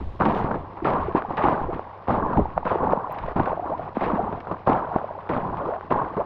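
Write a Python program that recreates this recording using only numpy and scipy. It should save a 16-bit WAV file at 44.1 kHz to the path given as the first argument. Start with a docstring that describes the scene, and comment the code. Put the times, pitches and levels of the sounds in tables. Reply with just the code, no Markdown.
"""A reedy channel of shallow water under thin, rotten ice: rubber boots wade it, ten steps in six seconds.
Each step crunches ice and throws spray (showers of random impacts, shaped by a colour) and drags air under,
which gulps and bubbles (short ringing notes of sliding pitch) as the water closes again.
The microphone rides low beside the legs in a closed case, which dulls the treble and adds rumble and hum."""
import sys
import numpy as np
from scipy import signal
from scipy.fft import rfft, irfft, next_fast_len
from scipy.io import wavfile
from scipy.ndimage import uniform_filter1d

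SR = 44100
rng = np.random.default_rng(int(sys.argv[2]) if len(sys.argv) > 2 else 0)


def generate_wav(signal):
    """Clip the signal to [-1, 1] and save it as 16-bit WAV at the path in sys.argv[1]."""
    frames = np.transpose(np.atleast_2d(signal))
    scaled = np.clip(frames, -1, 1) * 32767
    pcm = np.round(scaled).astype(np.int16)
    wavfile.write(sys.argv[1], SR, pcm)


N = 275625
TIME = np.arange(N) / SR


def from_db(db):
    """Amplitude ratio of a level in dB."""
    return 10 ** (np.asarray(db) / 20)


def rms_one(x):
    """Scale to an rms of 1."""
    return x / np.sqrt(np.mean(x ** 2) + 1e-20)


def add(out, s, sound):
    """Mix a sound in at time s."""
    at = max(round(s * SR), 0)
    out[at:at + len(sound)] += sound[:N - at]


def colour(x, spectrum):
    """Causal (minimum-phase) filter with the given spectrum, built by folding its cepstrum."""
    size = 2 * next_fast_len(len(x) // 2 + SR // 16, real=True)
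    hz, db = np.transpose(spectrum)
    bins = np.maximum(np.arange(size // 2 + 1) * SR / size, 1)
    bins_db = np.interp(np.log(bins), np.log(hz), db)
    cepstrum = irfft(np.log(from_db(bins_db)))
    cepstrum[1:size // 2] *= 2
    cepstrum[size // 2 + 1:] = 0
    response = np.exp(rfft(cepstrum))
    return irfft(rfft(x, size) * response)[:len(x)]


def evened(x, span_s):
    """Level swings slower than the span are evened out, the finer grain is left in; rms 1 overall."""
    power = uniform_filter1d(x ** 2, max(int(span_s * SR), 2))
    floor = 0.055 * np.mean(x ** 2)
    return rms_one(x / np.sqrt(np.abs(power) + floor))


def clicks(per_s, spread_db, size=N):
    """Random impacts of either sign: a few stand out if the spread is positive, a few are weak if negative."""
    heights = from_db(spread_db * np.minimum(rng.exponential(1, size), 4))
    signs = rng.choice([-1, 1], size)
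    return heights * signs * (rng.random(size) < per_s / SR)


def pocket(first_hz, last_hz, swell_s):
    """A pocket of air swells, rings and dies while its pitch slides; height at most 1."""
    age = np.arange(int(12 * swell_s * SR) + 2) / (swell_s * SR)  # in swell times
    hz = last_hz + (first_hz - last_hz) * np.exp(-age / 1.21)
    envelope = (age * np.exp(1 - age)) ** 1.5
    return envelope * np.sin(2 * np.pi * np.cumsum(hz) / SR)


def bubble_cloud(low_hz, high_hz, cycles, rise, spread_db, count):
    """Small resonators of all sizes ring at random times; each pitch slides by the factor rise."""
    out = np.zeros(N)
    for when, size, strength, damping in rng.random((count, 4)):
        hz = low_hz * (high_hz / low_hz) ** size
        height = from_db(-spread_db * np.log(max(strength, .02))) * hz / high_hz
        swell_s = cycles * (.5 + damping) / hz
        add(out, when * N / SR, height * pocket(hz, hz * rise, swell_s))
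    return rms_one(out)


def burst(spectrum, fade_s, per_s, spread_db):
    """A first impact and a dying shower of further ones; height 1."""
    age = TIME[:SR // 8]
    shower = clicks(per_s, spread_db, size=len(age)) * np.exp(-age / max(fade_s, .001))
    shower[0] = np.abs(shower).max() + 1e-9
    sound = colour(shower, spectrum)
    return sound / np.abs(sound).max()


def stroke(s, attack_s, hold_s, sag_db_per_s, release_db_per_s):
    """Power of one movement: a quick rise, a sagging hold, a release."""
    age = np.maximum(TIME - s, 0)
    fall_db = sag_db_per_s * age + release_db_per_s * np.maximum(age - hold_s, 0)
    rise = np.minimum(age / attack_s, 1)
    return (rise * from_db(-np.minimum(fall_db, 150))) ** 2


# constant running water, colour in the case: f/Hz, level/dB
TRICKLE_COLOUR = [(500, -20.5), (1500, -2), (2700, 1), (4000, -3.5), (5300, -9.5), (6500, -24.5),
                  (8000, -35.5), (15000, -37.5)]


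def trickle():
    """Background: water drips off the boots and runs between the floes all the time."""
    drips = bubble_cloud(1200, 4200, cycles=1.9, rise=1.2, spread_db=5.0, count=2400)
    patter = rms_one(clicks(per_s=54, spread_db=2.0))
    wash = rng.standard_normal(N)
    mix = from_db(-15) * drips + from_db(-4.5) * patter + wash
    return from_db(-69.0) * rms_one(colour(mix, TRICKLE_COLOUR))


# jolts of the microphone case: t/s, length/s, level/dB
CASE_JOLTS = [(0.0, 0.096, -30), (0.407, .03, -33.5), (0.567, .03, -36), (0.986, 0.087, -32.5),
              (1.6, 0.097, -33), (2.108, 0.18, -37), (2.369, 0.045, -25.5), (2.547, 0.093, -36.5),
              (2.8, .03, -35.5), (3.208, 0.044, -30.5), (3.35, 0.036, -30), (5.477, 0.038, -40)]
JOLT_ATTACK_S, JOLT_RELEASE_DB_PER_S = .015, 158.5
SWAY_DB, SWAY_FOLLOWS = -47.5, 0.9   # rumble at an average churn; share of the churn's swing in dB


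def buffeting(churn_db):
    """Level in dB of the rumble: the case sways with the legs' effort and takes a few jolts."""
    power = from_db(SWAY_DB + SWAY_FOLLOWS * (churn_db - churn_db.mean())) ** 2
    for s, length_s, db in CASE_JOLTS:
        jolt = stroke(s, JOLT_ATTACK_S, length_s, 0, JOLT_RELEASE_DB_PER_S)
        power = power + from_db(db) ** 2 * jolt
    return 10 * np.log10(power)


# rumble of the swinging case: f/Hz, level/dB
RUMBLE_COLOUR = [(12, -2), (28, -9), (65, -3), (100, -8.5), (170, -24.5), (400, -61.5), (2000, -100)]
# faint hum of the case: f/Hz, level/dB
HUM_COLOUR = [(40, -44), (80, -23), (95, -4), (112, -20), (220, -40.5), (2000, -100)]


def case_noise(buffet_db):
    """The swinging case rumbles, hums faintly near 95 Hz and gives one thin, high tick."""
    out = from_db(buffet_db) * evened(colour(rng.standard_normal(N), RUMBLE_COLOUR), span_s=0.13)
    out += from_db(-50.5) * evened(colour(rng.standard_normal(N), HUM_COLOUR), span_s=0.028)
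    tick_band = signal.butter(2, [11800, 15000], "band", fs=SR, output="sos")
    tick = clicks(per_s=5500, spread_db=-6.0, size=SR // 400)
    for _ in range(2):
        tick = signal.sosfilt(tick_band, tick)
    tick = tick * np.hanning(len(tick))
    add(out, 3.1215, from_db(-47) * rms_one(tick))
    return out


# dry reeds brushing past at the start: t/s, level/dB
REED_BRUSHES = [(0, -66), (.15, -66), (.25, -71.5), (.39, -53.5), (.45, -74), (.56, -74), (.62, -90)]
# rustle of the reeds: f/Hz, level/dB
REED_COLOUR = [(1000, -14), (2800, 5.5), (4000, 0), (5400, -12.5), (6800, -14.5), (8200, -26),
               (9800, -17.5), (11500, -33.5), (15000, -39.5)]


def reeds():
    """Dry stalks rub in a fine, dense rustle of tiny impacts."""
    brush_s, level_db = np.transpose(REED_BRUSHES)
    brush_db = np.interp(TIME, brush_s, level_db)
    return from_db(brush_db) * rms_one(colour(clicks(per_s=9000, spread_db=-3.5), REED_COLOUR))


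# loose plates knocking together or on a boot: t/s, peak level/dB
PLATE_KNOCKS = [(0.2212, -10), (0.5148, -14), (.803, -28), (1.222, -14.5), (2.37, -25), (2.5781, -16),
                (2.934, -24), (3.264, -29), (3.361, -23), (3.398, -15.5), (4.0102, -26), (4.471, -26),
                (4.522, -30), (4.57, -30), (4.957, -26), (4.986, -18.5), (5.2729, -29), (5.2942, -20.5),
                (5.571, -29), (5.738, -20.5), (5.81, -21)]
# one plate contact: f/Hz, level/dB
KNOCK_COLOUR = [(100, -21), (400, 0.5), (1050, 4), (1500, 0.5), (2400, -22), (3400, -30.5), (5000, -46),
                (8000, -67)]


def knocks():
    """One hard contact each, dead within a few milliseconds because the plates are wet."""
    out = np.zeros(N)
    knock = colour(signal.unit_impulse(SR // 20), KNOCK_COLOUR)
    for s, db in PLATE_KNOCKS:
        add(out, s, from_db(db) * knock / np.abs(knock).max())
    return out


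# holes in the water closing behind a boot: t/s, length/s, first f/Hz, last f/Hz, level/dB before its fades
CLOSING_HOLES = [(1.676, 0.067, 322, 1250, -29), (3.481, 0.043, 693, 1145, -30.5),
                 (3.61, 0.072, 555, 1146, -31.5), (3.7, 0.063, 485, 1093, -28),
                 (4.134, 0.082, 478, 920, -33), (5.638, 0.13, 297.6, 880, -30.5),
                 (5.976, 0.055, 981, 1096, -24.5), (6.171, 0.058, 329, 920, -24.5)]


def slurps():
    """A shrinking hole rings ever higher as the water rushes in, a wavering note with froth around it."""
    out = np.zeros(N)
    waver = signal.butter(2, 65, fs=SR, output="sos")  # low-pass, Hz
    for s, length_s, first_hz, last_hz, db in CLOSING_HOLES:
        progress = np.linspace(0, 1, int(length_s * SR))
        hz = first_hz * (last_hz / first_hz) ** progress
        phase = 2 * np.pi * np.cumsum(hz) / SR
        rush = signal.sosfilt(waver, rng.standard_normal((2, SR // 2)))
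        rush = rms_one(rush)[:, -len(phase):]
        ringing = rms_one((0.61 + rush[0]) * np.cos(phase) + rush[1] * np.sin(phase))
        add(out, s, from_db(db) * ringing * np.sqrt(np.abs(np.sin(np.pi * progress))))
    return out


# air pockets opening under a boot: t/s, peak level/dB (at most), starting f/Hz, swell time/s
AIR_GULPS = [(0.209, -11.5, 1530, 0.0012), (.258, -13, 327, 0.0023), (.281, -17, 285, 0.0053),
             (0.444, -12.5, 170, 0.0023), (.849, -12.5, 516, 0.0024), (1.082, -17.5, 504, 0.0038),
             (1.149, -9, 465, 0.002), (1.315, -24, 255, 0.0022), (1.439, -16, 437, 0.0078),
             (1.687, -21, 466, 0.0052), (1.794, -13.5, 895, 0.0008), (2.371, -14.5, 1080, 0.0067),
             (2.391, -13.5, 785, 0.0026), (2.577, -7, 960, 0.0013), (2.756, -13, 540, 0.0021),
             (2.829, -16, 620, 0.0045), (2.933, -7, 730, 0.0016), (2.973, -19.5, 278, .0023),
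             (3.245, -24.5, 140, 0.0023), (3.361, -13, 225, 0.0018), (3.4, -14, 450, 0.0031),
             (3.969, -11, 800, 0.00081), (3.97, -16, 312, 0.0035), (4.131, -15.5, 275, 0.0053),
             (4.674, -9, 300, 0.0018), (4.701, -19, 196, 0.0031), (4.96, -11.5, 282, 0.0012),
             (4.961, -11, 940, 0.0025), (5.455, -25, 195, .0056), (5.688, -18, 630, 0.0027),
             (5.905, -23, 270, 0.0024), (5.924, -28, 202, .004)]
GULP_FALL = 0.66   # last pitch over first
# single clear bubbles: t/s, peak level/dB (at most), middle f/Hz
CLEAR_BUBBLES = [(1.248, -20, 796), (1.306, -20, 896), (2.454, -18.5, 840), (2.629, -23, 890),
                 (2.869, -14, 846), (2.973, -17.5, 990), (3.095, -22.5, 605), (3.282, -20, 615),
                 (3.473, -16.5, 810), (3.529, -15, 640), (3.574, -21.5, 660), (3.595, -18, 710),
                 (3.704, -18, 562), (3.794, -21, 680), (4.193, -15, 740), (4.915, -21.5, 830),
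                 (5.013, -23.5, 720), (5.042, -19, 644), (5.108, -24, 615), (5.151, -26, 830),
                 (5.178, -27, 556), (5.997, -20, 1040)]
BUBBLE_SWELL_S = 0.0025
STRAY_DB = -22   # further bubbles of like pitch surface at random, relative to the spray level


def air_pockets(spray_db):
    """Opening pockets fall in pitch; free bubbles rise."""
    strays = bubble_cloud(520, 1150, cycles=2.4, rise=1.5, spread_db=1.5, count=120)
    out = from_db(STRAY_DB + spray_db) * strays
    for s, db, hz, swell_s in AIR_GULPS:
        add(out, s, from_db(db) * pocket(hz, hz * GULP_FALL, swell_s))
    for s, db, hz in CLEAR_BUBBLES:
        add(out, s, from_db(db) * pocket(hz * 0.833, hz * 1.086, BUBBLE_SWELL_S))
    return out


def plunge():
    """One boot drops through into a hollow: a big cavity booms, sinking in pitch as it deepens."""
    out = np.zeros(N)
    add(out, 2.376, from_db(-14) * pocket(430, 150, .008))
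    add(out, 2.396, from_db(-16) * pocket(120, 56, .014))
    return out


# a boot breaks in and pushes on: t/s, push/s, crunch/s, sole slap peak level/dB,
# then spray, churned water and crunching ice level/dB, each before its layer's trim
STEPS_TAKEN = [(0.199, 0.29, 0.22, -11.5, -24.5, -23, -44), (.846, 0.14, 0.026, -18.5, -22, -25, -38.5),
               (1.371, .22, 0.11, -25, -23.5, -30.5, -40.5), (2.079, .25, 0.021, -16, -23.5, -23.5, -41.5),
               (2.651, 0.42, 0.042, -22, -25, -35.5, -43.5), (3.361, 0.044, 0.073, -15, -25.5, -26, -48),
               (4.008, 0.27, 0.042, -28, -25, -25.5, -40), (4.669, 0.097, 0.055, -11, -21, -27.5, -43.5),
               (5.292, .37, .04, -15.5, -27.5, -28.5, -43.5),
               (5.905, 0.11, 0.027, -10, -24.5, -27.5, -44.5)]
# a leg shifts its weight or drags free: t/s, length/s, spray, churned water, crunching ice level/dB (untrimmed)
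LEG_SURGES = [(0.0, 0.018, -40.5, -32, -55), (0.047, .12, -49, -43, -78), (0.259, .06, -27, -27, -51),
              (0.541, 0.03, -38.5, -28, -60), (.765, 0.022, -35.5, -44, -56),
              (0.821, 0.022, -47, -25.5, -65), (1.153, .025, -20, -28.5, -43),
              (1.281, 0.08, -36, -34.5, -57), (1.432, 0.041, -20, -20.5, -37.5),
              (1.527, 0.046, -34, -35.5, -57.5), (1.613, 0.02, -32, -24.5, -66),
              (1.716, 0.047, -36.5, -29.5, -52.5), (2.363, 0.037, -29.5, -18, -52.5),
              (2.565, 0.0081, -29.5, -28.5, -70), (2.803, .13, -27, -26.5, -59),
              (3.102, 0.22, -33, -41.5, -52), (3.453, .065, -26.5, -34, -51), (3.651, 0.086, -31, -36, -58),
              (3.771, 0.12, -35.5, -38.5, -58), (3.945, 0.052, -34.5, -41.5, -49.5),
              (4.336, 0.028, -36, -32.5, -64), (4.491, 0.052, -33.5, -38.5, -71),
              (4.913, 0.074, -31.5, -38, -54.5), (5.573, .2, -31.5, -51.5, -57),
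              (5.831, .025, -40, -39, -60), (6.17, 0.039, -27.5, -34.5, -55)]
SURGE_ATTACK_S, SURGE_RELEASE_DB_PER_S = 0.0054, 398
# what keeps moving after a step; rows spray, churned water, ice: level/dB relative to the step, fade/(dB/s)
AFTER_STEP = [(-6.5, 20), (-8, 22.5), (-9.5, 23.5)]
# the channel between steps: spray, churned water, ice level/dB (untrimmed)
CALM_LEVELS = [-51.5, -55.5, -63.5]
ATTACK_S = 0.0044
TOE_LEAD_S, TOE_DB = 0.0083, [-5.5, -14.5, -13.5]   # the toe dips in first: spray, churn, ice re the step


def wading(layer, holds_s, sag_db_per_s, release_db_per_s):
    """Level in dB of spray (0), churn (1) or ice (2): steps, their settling and the surges add up."""
    power = from_db(CALM_LEVELS[layer]) ** 2
    settle_db, settle_db_per_s = AFTER_STEP[layer]
    for (s, _, _, _, *levels_db), hold_s in zip(STEPS_TAKEN, holds_s):
        toe = stroke(s - TOE_LEAD_S, TOE_LEAD_S, TOE_LEAD_S, 0, release_db_per_s)
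        push = stroke(s, ATTACK_S, hold_s, sag_db_per_s, release_db_per_s)
        settle = stroke(s, ATTACK_S, 0, 0, settle_db_per_s)
        step = from_db(TOE_DB[layer]) ** 2 * toe + push + from_db(settle_db) ** 2 * settle
        power = power + from_db(levels_db[layer]) ** 2 * step
    for s, length_s, *levels_db in LEG_SURGES:
        surge = stroke(s, SURGE_ATTACK_S, length_s, 0, SURGE_RELEASE_DB_PER_S)
        power = power + from_db(levels_db[layer]) ** 2 * surge
    return 10 * np.log10(power)


# spray through the case: f/Hz, level/dB
SPRAY_COLOUR = [(200, -33), (400, -1), (560, -2.5), (800, 1), (1080, 0.5), (1350, -11), (1750, -20),
                (2400, -39.5), (4000, -51), (8000, -103.5)]


def spray(level_db):
    """Thrown water patters back and beats small bubbles into the surface."""
    drops = rms_one(clicks(per_s=1500, spread_db=3.0))
    fizz = bubble_cloud(436.4, 1530, cycles=2.31, rise=1.194, spread_db=1.5, count=2400)
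    mix = colour(drops + from_db(-9.5) * fizz, SPRAY_COLOUR)
    return from_db(level_db - 0.99) * evened(mix, span_s=0.072)


# churned water through the case: f/Hz, level/dB
CHURN_COLOUR = [(30, -34.5), (70, -7.5), (120, -1.5), (180, -0.5), (280, -3), (430, -5), (600, -13.5),
                (900, -14), (2000, -50), (6000, -100)]


def churn(level_db):
    """The boot shoves water aside and folds big, quickly damped bubbles under."""
    shoves = rms_one(clicks(per_s=820, spread_db=4.5))
    glugs = bubble_cloud(129.8, 576, cycles=1.05, rise=1.059, spread_db=3.5, count=800)
    mix = colour(shoves + from_db(-12.0) * glugs, CHURN_COLOUR)
    return from_db(level_db - 3.0) * evened(mix, span_s=0.043)


# heel or ice plate slapping the water: t/s, peak level/dB, fade/s
WATER_SLAPS = [(.252, -11, .018), (0.51, -13, 0.012), (.542, -17, 0.013), (.972, -32, 0.022),
               (1.148, -14.5, .009), (1.305, -17.5, 0.01), (1.485, -8.5, 0.02), (1.526, -12.5, 0.0055),
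               (2.104, -11, .014), (2.332, -14, .007), (2.712, -10.5, .011), (2.856, -17, 0.0078),
               (2.923, -14, 0.0075), (3.398, -12, 0.0096), (4.326, -15.5, 0.021), (4.471, -22.5, 0.022),
               (4.513, -12.5, 0.016), (4.695, -12, .011), (4.718, -12, 0.016), (4.961, -14.5, 0.0059),
               (5.365, -11.5, 0.0062), (5.921, -8, 0.0059), (6.167, -16, 0.013)]
# a flat blow through the case: f/Hz, level/dB
SLAP_COLOUR = [(40, -9), (170, 6.5), (400, 2), (1050, 1.5), (1400, -8.5), (2000, -24), (3200, -37.5),
               (5000, -49.5), (8000, -84)]
STEP_SLAP_FADE_S = 0.025
WATER_LAG_S = .004   # the ice gives first; the sole meets the water this much later


def slaps():
    """Flat blows on the water, the soles' landings included, each a dense shower of impacts."""
    out = np.zeros(N)
    landings = [(s + WATER_LAG_S, slap_db, STEP_SLAP_FADE_S) for s, _, _, slap_db, *_ in STEPS_TAKEN]
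    for s, db, fade_s in landings + WATER_SLAPS:
        add(out, s, from_db(db) * burst(SLAP_COLOUR, fade_s, per_s=2200, spread_db=-2.0))
    return out


CLUMP_S, CLUMP_DB = .014, 2   # time between random levels; their standard deviation


def clumps():
    """The ice gives way in uneven clumps: a level in dB that wanders quickly at random."""
    knots = np.arange(0, N / SR + 1, CLUMP_S)
    return CLUMP_DB * np.interp(TIME, knots, rng.standard_normal(len(knots)))


# ice through the case: f/Hz, level/dB
ICE_COLOUR = [(400, -15), (1200, 3.5), (1900, 3.5), (2700, -5.5), (3700, -15), (5000, -25), (6300, -39),
              (8000, -56.5), (15000, -51.5)]


def splinters(level_db):
    """Loose shards snap singly at random, rising and falling with the crunch."""
    snaps = rms_one(colour(clicks(per_s=37, spread_db=3.0), ICE_COLOUR))
    return from_db(level_db - 7) * snaps


# later ice snaps: t/s, peak level/dB
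LATER_CRACKS = [(.2537, -20.5), (0.309, -29), (.349, -26), (0.5558, -33), (1.175, -28.5), (1.6314, -41),
                (1.74, -34), (2.371, -32), (2.579, -33.5), (2.9068, -35), (3.186, -30), (3.2624, -34),
                (3.4576, -27.5), (3.83, -38.5), (4.4042, -34.5), (4.695, -30), (4.956, -41), (5.374, -42.5),
                (5.5713, -35)]
STEP_CRACK_DB, CRACK_FADE_S = 14, 0.0036   # each step opens with a snap, this far above its ice level


def ice(level_db):
    """The sheet crumbles in tiny fractures, loose shards clink, and plates give way with sharp snaps."""
    fractures = rms_one(clicks(per_s=2600, spread_db=-0.5))
    shards = bubble_cloud(1417, 4400, cycles=3.0, rise=0.96, spread_db=3.0, count=7000)
    slush = rng.standard_normal(N)
    crunch = colour(fractures + from_db(-8.5) * shards + from_db(-6.5) * slush, ICE_COLOUR)
    out = from_db(level_db + 1.5) * evened(crunch, span_s=0.053)
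    first_snaps = [(s, ice_db + STEP_CRACK_DB) for s, *_, ice_db in STEPS_TAKEN]
    for s, db in first_snaps + LATER_CRACKS:
        add(out, s, from_db(db) * burst(ICE_COLOUR, CRACK_FADE_S, per_s=1700, spread_db=1.5))
    return out


def scene():
    """The steps drive water, ice and the swaying case."""
    _, push_s, crunch_s, *_ = np.transpose(STEPS_TAKEN)
    spray_db = wading(0, push_s, sag_db_per_s=14, release_db_per_s=132.5)
    churn_db = wading(1, push_s, sag_db_per_s=17.5, release_db_per_s=140)
    ice_db = wading(2, crunch_s, sag_db_per_s=7, release_db_per_s=134)
    surroundings = trickle() + case_noise(buffeting(churn_db)) + reeds()
    air = air_pockets(spray_db) + slurps() + plunge()
    water = spray(spray_db) + churn(churn_db) + slaps()
    sheet = knocks() + splinters(ice_db) + ice(ice_db + clumps())
    return (surroundings + air + water + sheet)[None]


def record(dry):
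    """The microphone's highest treble is cut steeply, 70 dB down from 16.8 kHz up."""
    return signal.sosfilt(signal.cheby2(12, 70, 16800, fs=SR, output="sos"), dry)


dry = scene()
out = record(dry)
generate_wav(out)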